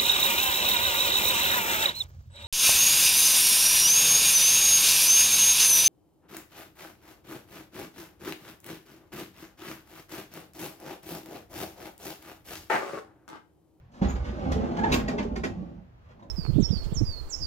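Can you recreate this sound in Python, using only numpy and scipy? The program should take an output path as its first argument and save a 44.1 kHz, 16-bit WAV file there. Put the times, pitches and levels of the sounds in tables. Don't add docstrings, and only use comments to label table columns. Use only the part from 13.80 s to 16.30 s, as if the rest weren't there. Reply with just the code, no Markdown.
import sys
import numpy as np
from scipy import signal
from scipy.fft import rfft, irfft
from scipy.io import wavfile
from scipy.ndimage import uniform_filter1d, map_coordinates

SR = 44100
rng = np.random.default_rng(int(sys.argv[2]) if len(sys.argv) > 2 else 0)


def unload_audio(sound):
    columns = np.transpose(np.atleast_2d(sound))
    steps = np.round(np.clip(columns, -1, 1) * 32767)
    wavfile.write(sys.argv[1], SR, steps.astype(np.int16))


def boost(x):
    u = np.asarray(x, float) / 20
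    return 10 ** u


N = 110250
T = np.arange(N) / SR

# pitch [Hz], width [Hz], level [dB].
STEEL = [(2610, 70, 0), (2730, 70, -5), (3260, 120, -9), (3800, 120, -6), (4550, 150, -8), (5190, 150, -10),
         (6600, 400, -11)]


def unit(x):
    return x / np.sqrt(np.mean(x ** 2) + 1e-30)


def level_db(rows, column=1):
    rows = np.array(rows)
    return np.interp(T, rows[:, 0], rows[:, column], left=-120, right=-120)


def pitch_hz(rows):
    rows = np.array(rows)
    return np.interp(T, rows[:, 0], rows[:, 1])


def turn(hz):
    return 2 * np.pi * np.cumsum(hz) / SR


def equalise(x, points):
    hz, db = np.array(points).T
    n = x.shape[-1]
    f = np.arange(n // 2 + 1) * SR / n + 1
    return irfft(rfft(x) * boost(np.interp(np.log(f), np.log(hz), db)), n)


def colour(x, points):
    return unit(equalise(x, points))


def high_pass(x, hz, order=2):
    return signal.sosfilt(signal.butter(order, hz, "high", fs=SR, output="sos"), x)


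def ring(x, hz, t60_s):
    pole = np.exp(2j * np.pi * hz / SR - np.log(1000) / (max(t60_s, 1e-3) * SR))
    return signal.lfilter([1], [1, -pole], x).imag


def ring_steel(x, damping):
    return sum(boost(db) * ring(x, hz, damping / width) * np.sqrt(width) for hz, width, db in STEEL)


def ring_modes(x, modes):
    out = np.zeros(N)
    for k, (hz, db, t60_s) in enumerate(modes):
        out += (-1) ** k * boost(db) * ring(x, hz, t60_s) / np.sqrt(t60_s)
    return out


def grains(per_s, scatter_db):
    chance, sign, size = rng.random((3, N))
    clicks = (chance < per_s / SR) * np.sign(sign - .5)
    return unit(clicks * boost(-scatter_db * np.log(size + .04)))


def walk(rate_hz):
    k = int(SR / rate_hz)
    return unit(uniform_filter1d(uniform_filter1d(rng.standard_normal(N), k), k))


def air():
    # frequency [Hz], level [dB per Hz].
    air_spectrum = [(15, -22), (25, -4), (122, 1.5), (233, -20), (289, -22), (1020, -28.5), (1340, -31.5),
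                    (1620, -31.5), (15500, -66.5)]
    mid, side = (colour(rng.standard_normal(N), air_spectrum) * boost(1.5 * walk(6)) for _ in range(2))
    side = high_pass(side, 300)
    return boost(-54) * (mid + 1.2 * side * np.array([[1], [-1]]))


def squeaks():
    # time [s], pitch [Hz], level [dB].
    squeak = [(0.97, 801, -61), (0.992, 843, -27), (1.002, 820, -37), (1.01, 799.6, -39),
              (1.032, 865.7, -28.5), (1.044, 886.5, -18.5), (1.06, 870, -35), (1.072, 840, -28),
              (1.1, 770, -50.5)]
    overtone_db = [0, -9, -29, -33]
    # time [s], centre [Hz], level [dB].
    squeal = [
        (0.27, 6800, -79),
        (0.286, 6920, -61),
        (0.302, 6760, -57),
        (0.37, 6550, -82),
    ]
    phase = turn(pitch_hz(squeak) * (1 + .02 * walk(170)))
    tone = sum(boost(db) * np.sin((k + 1) * phase) for k, db in enumerate(overtone_db))
    low = 1.4 * tone * boost(level_db(squeak, column=2) + 2.5 * walk(130))
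    phase = turn(pitch_hz(squeal) * (1 + 0.027 * walk(900)))
    tone = np.sin(phase) + boost(-9.5) * np.sin(2 * phase)
    return low + 2.8 * tone * boost(level_db(squeal, column=2) + 4.9 * walk(280))


def drone():
    # time [s], pitch [Hz], level [dB].
    ripple = [(1.5, 181.3, -44), (1.534, 185.3, -53), (1.584, 193.2, -41), (1.762, 182.1, -44.5),
              (1.782, 182, -38), (1.9, 169.3, -51), (2.04, 168.6, -55), (2.08, 167.5, -66)]
    hz = pitch_hz(ripple) * (1 + 0.0498 * walk(40))
    return np.sin(turn(hz)) * boost(level_db(ripple, column=2) + 3.0 + 5.3 * walk(59))


def knocks():
    # start [s], level [dB], pitch [Hz], t60 [s].
    blows = [
        (0.217, -9, 197.4, 0.094),
        (0.248, -16.5, 68.1, 0.35),
        (0.333, -21.5, 62.7, 0.52),
        (0.248, -28.5, 211.6, 0.33),
        (1.108, -22, 77, 0.18),
        (1.1386, -16.5, 328, 0.03),
    ]
    out = np.zeros(N)
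    for start_s, db, hz, t60_s in blows:
        push = np.sin(np.pi * np.clip((T - start_s) * hz * 2, 0, 1))
        out += boost(db) * ring(push / push.sum(), hz, t60_s) * 0.88
    return out


def thuds():
    # start [s], level [dB], pitch [Hz], t60 [s].
    boom = [(0.493, -30.5, 222.5, 0.15), (0.589, -32, 204.5, 0.12), (0.64, -28, 195.5, 0.12),
            (0.673, -25.5, 260, 0.23), (0.766, -23, 199.3, 0.11), (0.824, -30, 248, 0.2),
            (0.864, -30.5, 223.3, 0.15), (0.913, -27, 217.4, 0.16), (0.983, -29.5, 213.3, 0.22),
            (1.05, -28.5, 213, 0.14), (1.134, -26.5, 187, 0.15), (1.168, -26.5, 241.5, 0.11),
            (1.208, -27.5, 257.5, 0.17), (1.24, -24.5, 211.4, 0.1), (1.285, -25.5, 252.2, 0.19),
            (1.392, -25.5, 215, 0.18), (1.436, -30, 236.5, 0.1), (1.478, -29, 182, 0.13),
            (1.513, -31, 263, 0.16), (1.57, -29.5, 216.6, 0.12), (1.652, -24.5, 258, 0.15),
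            (1.693, -31, 184.7, 0.19), (1.75, -33, 189.5, 0.13), (1.804, -31, 195.7, 0.13),
            (1.969, -42.5, 207, 0.13), (2.021, -45.5, 178.2, 0.21)]
    frame = [(0.529, -36, 363, 0.13), (0.631, -33.5, 362, 0.18), (0.761, -28.5, 446, 0.11),
             (0.89, -29.5, 340, 0.15), (1.029, -27, 342, 0.17), (1.336, -31, 401.5, 0.15),
             (1.375, -31.5, 409, 0.13), (1.449, -30, 404, 0.16), (1.576, -32, 368, 0.14),
             (1.639, -31, 381, 0.14), (1.824, -40, 320, 0.14)]
    ping = [(1.1203, -28.5, 3870, 0.05), (1.1272, -30, 3830, 0.036), (1.2815, -32.5, 1910, 0.047),
            (1.284, -36.5, 4700, 0.032), (1.284, -42, 6880, 0.027), (1.292, -36, 2400, 0.035),
            (1.385, -31.5, 2085, 0.038), (1.391, -38, 2610, .04), (1.401, -36, 2310, 0.04),
            (1.562, -40, 4780, 0.029), (1.637, -29, 1924, 0.047), (1.646, -34.5, 2156, 0.037),
            (2.2915, -54, 620, 0.067), (2.307, -52.5, 497, 0.086), (2.395, -48, 1013, 0.041),
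            (2.412, -55, 900, 0.045), (2.425, -49.5, 1010, 0.088), (2.425, -62, 3800, .05),
            (1.86, -40, 249, .14), (1.93, -44, 256, 0.17)]
    push_turns = 0.8
    out = np.zeros(N)
    for start_s, db, hz, t60_s in [*boom, *frame, *ping]:
        turns = np.clip((T - start_s) * hz, 0, push_turns)
        push = np.sin(np.pi * turns / push_turns) * np.cos(2 * np.pi * turns)
        out += boost(db - 2) * ring(2 * push / np.abs(push).sum(), hz, np.clip(t60_s, .02, .3))
    return out


def strikes():
    # start [s], level [dB].
    hits = [(1.1183, -5), (1.124, -14.5), (1.1252, -3), (1.128, -6.5), (1.1325, -5.5), (1.14, -0.5),
            (1.141, -2), (1.142, -3), (1.1475, -8), (1.154, -10), (1.16, -8.5), (1.169, -10)]
    t60_s, snap_db = .025, -2.5
    force = np.zeros(N)
    for start_s, db in hits:
        force += boost(db - 60 * np.clip(T - start_s, 0, 1) / t60_s) * (T >= start_s)
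    grit = rng.standard_normal(N)
    steel = ring_steel(grit * force, 1.3) / np.std(ring_steel(grit, 1.3))
    band = signal.butter(1, [1200, 9000], "band", fs=SR, output="sos")
    snap = signal.sosfilt(band, grit * force)
    return boost(-26) * (steel + boost(snap_db) * snap)


def blow_shape(t, hold_s, t60_s):
    rise_s = .007
    return np.clip((t + rise_s / 2 if t60_s < 0.1 else t) / rise_s, 0, 1) * boost(
        -60 * np.clip((t + rise_s / 2 if t60_s < 0.1 else t) - hold_s, 0, 9) / t60_s)


def blow_shape(t, hold_s, t60_s, rise_s=.007):
    return np.clip(t / rise_s, 0, 1) * boost(-60 * np.clip(t - hold_s, 0, 9) / t60_s)


def clacks():
    # start [s], peak [dB], ring [Hz], chatter length [s], brightness [dB].
    joints = [(0.116, -66, 2260, 0.017, 11), (0.136, -55.5, 3250, 0.066, 3.5),
              (0.217, -36, 1200, 0.042, -12), (0.353, -38, 1300, 0.012, -4.5),
              (0.4434, -43.5, 2980, 0.057, -4), (0.7184, -26, 1990, 0.0067, 3.5),
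              (0.966, -35, 1145, 0.012, -2.5), (0.9885, -35, 1970, 0.01, -4),
              (1.033, -32.5, 1760, 0.017, -5.5), (1.112, -38, 2170, 0.012, -0.5),
              (1.121, -24.5, 2430, 0.028, 6), (1.2805, -29, 1965, 0.014, 0),
              (1.3805, -31, 2220, 0.019, -18), (1.427, -37, 1230, 0.0063, 2),
              (1.5577, -34.5, 1850, 0.014, 0.5), (1.6362, -28, 1930, 0.016, 1),
              (1.692, -53.5, 1855, 0.016, -2.5), (2.288, -57, 2200, 0.0093, -4),
              (2.304, -57, 1090, 0.018, -11.5), (2.392, -59.5, 1310, 0.017, -3),
              (2.427, -56, 990, 0.0099, 1.5), (1.193, -36, 1960, 0.02, -12.5)]
    # frequency [Hz], level [dB per Hz].
    crash_spectrum = [(240, -17), (400, 2.5), (569, -15), (623, -4), (834, -4.5), (1490, -9), (2320, -15.5),
                      (7100, -26), (15500, -44)]
    crash_db, ring_db, crash_t60_s = -4.5, -11, 0.063
    ticks = grains(per_s=2500, scatter_db=3)
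    crash = colour(rng.standard_normal(N) + 0.37 * ticks, crash_spectrum)
    fizz = high_pass(crash, 3500)
    out, ringing = np.zeros(N), np.zeros(N)
    for start_s, db, hz, chatter_s, bright_db in joints:
        blow = blow_shape(T - start_s + .0035, chatter_s, crash_t60_s)
        out += boost(db + crash_db) * blow * (crash + (boost(bright_db) - 1) * fizz)
        own = unit(ring(ticks, hz, .013) - .6 * ring(ticks, hz * 1.2, .012))
        ringing += boost(db + ring_db + (db + 25) / 4) * blow ** 2 * own
    bracket = boost(-37) * blow_shape(T - 1.1195, hold_s=0.018, t60_s=0.12)
    bracket_fizz = unit(high_pass(uniform_filter1d(ticks, size=2), 10000))
    out += boost(-5) * bracket * bracket_fizz
    return out, ringing + bracket * unit(ring_steel(ticks, 2))


def rolling():
    # time [s], rumble [dB], runner hiss [dB].
    force = [(0.08, -55.5, -93), (0.2, -40.5, -58.5), (0.22, -19, -62.5), (0.31, -37.5, -41.5),
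             (0.34, -27, -64.5), (0.38, -40.5, -55.5), (0.72, -25.5, -48.5), (1.03, -27, -52.5),
             (1.15, -21.5, -35), (1.22, -33, -56.5), (1.32, -26.5, -53), (1.56, -35.5, -63),
             (1.6, -36.5, -113), (1.63, -47, -84), (1.65, -31.5, -60.5), (1.88, -44, -67),
             (2.15, -61.5, -88.5), (2.26, -67.5, -69.5), (2.36, -51.5, -75), (2.5, -45.5, -78)]
    # time [s], level [dB].
    sway = [(0.2, -37), (0.21, -39.5), (0.27, -29.5), (0.31, -46.5), (0.35, -32), (0.57, -37.5),
            (0.75, -25), (0.88, -40.5), (1.24, -28.5), (1.28, -46.5), (1.39, -43.5), (1.43, -32),
            (2.44, -66.5), (2.5, -41)]
    # pitch [Hz], level [dB], t60 [s].
    panel_modes = [(160, -4, .08), (187, -2, .08), (217, 0, .1), (255, -2, .08), (280, -7, .06),
                   (345, -6, .06), (372, -9, .05), (410, -10, .045), (460, -12, .04), (510, -9, .045),
                   (580, -10, .04), (670, -12, .035), (780, -12, .035), (880, -14, .03)]
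    skin_modes = [(51.8, -2, 0.13), (69.2, -1.5, 0.25), (89.3, -5.5, 0.11), (125.6, -10.5, 0.15)]
    # frequency [Hz], level [dB per Hz].
    runner = [(290, -47), (500, -1), (638, -9.5), (815, -16), (914, -13), (1120, -7), (1560, -14.5),
              (6550, -35), (15500, -54.5)]
    bumps_per_s, scatter_db = 500, 2.5
    bumps = grains(bumps_per_s, scatter_db)
    panel = ring_modes(bumps * boost(level_db(force) - 5), panel_modes)
    panel /= np.std(ring_modes(bumps, panel_modes))
    skin = ring_modes(grains(bumps_per_s, scatter_db) * boost(level_db(sway)), skin_modes)
    skin /= np.std(ring_modes(bumps, skin_modes))
    grit = colour(grains(per_s=2500, scatter_db=6) + rng.standard_normal(N), runner)
    return panel + skin, grit * boost(level_db(force, column=2) + 3 + 0.5 * walk(40))


def echo(source):
    places, t60_s, rise_s = 16, 0.21, 0.00086
    bright = high_pass(source, 270)
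    t = T[:SR // 2]
    out = np.zeros((2, N))
    for place in range(places):
        tails = rng.standard_normal((2, len(t))) * boost(-60 * t / t60_s) * np.clip(t / rise_s, 0, 1)
        tails /= np.sqrt((tails ** 2).sum(axis=1, keepdims=True))
        here = np.cos(np.pi / 2 * np.clip(T / T[-1] * (places - 1) - place, -1, 1))
        out += signal.fftconvolve((bright * here)[None], tails, axes=1)[:, :N]
    return boost(1.5) * out


def scene():
    right_lag_s, left_db = 0.000327, -2.5
    body, grit = rolling()
    crash, ringing = clacks()
    tones = ringing + squeaks() + thuds() + strikes()
    door = body + grit + drone() + knocks() + crash + tones
    late = map_coordinates(door, [(T - right_lag_s) * SR], mode="nearest")
    direct = np.array([door * boost(left_db / 2), late * boost(-left_db / 2)])
    return direct + echo(door - 0.55 * tones) + air()


def band_limit(x):
    return signal.sosfilt(signal.butter(12, 15690, fs=SR, output="sos"), x)


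def record(dry):
    # frequency [Hz], gain [dB].
    tone_curve = [(20, -16), (45, -1), (7400, 0.5), (8200, -9.5), (11000, -4.5), (15500, -2)]
    hiss = high_pass(rng.standard_normal(dry.shape), 10500, order=3)
    wet = equalise(dry, tone_curve) + boost(-84) * hiss
    top_cut = signal.ellip(8, .2, 70, 15650, fs=SR, output="sos")
    return band_limit(signal.sosfilt(top_cut, wet))


dry = scene()
out = record(dry)
unload_audio(out)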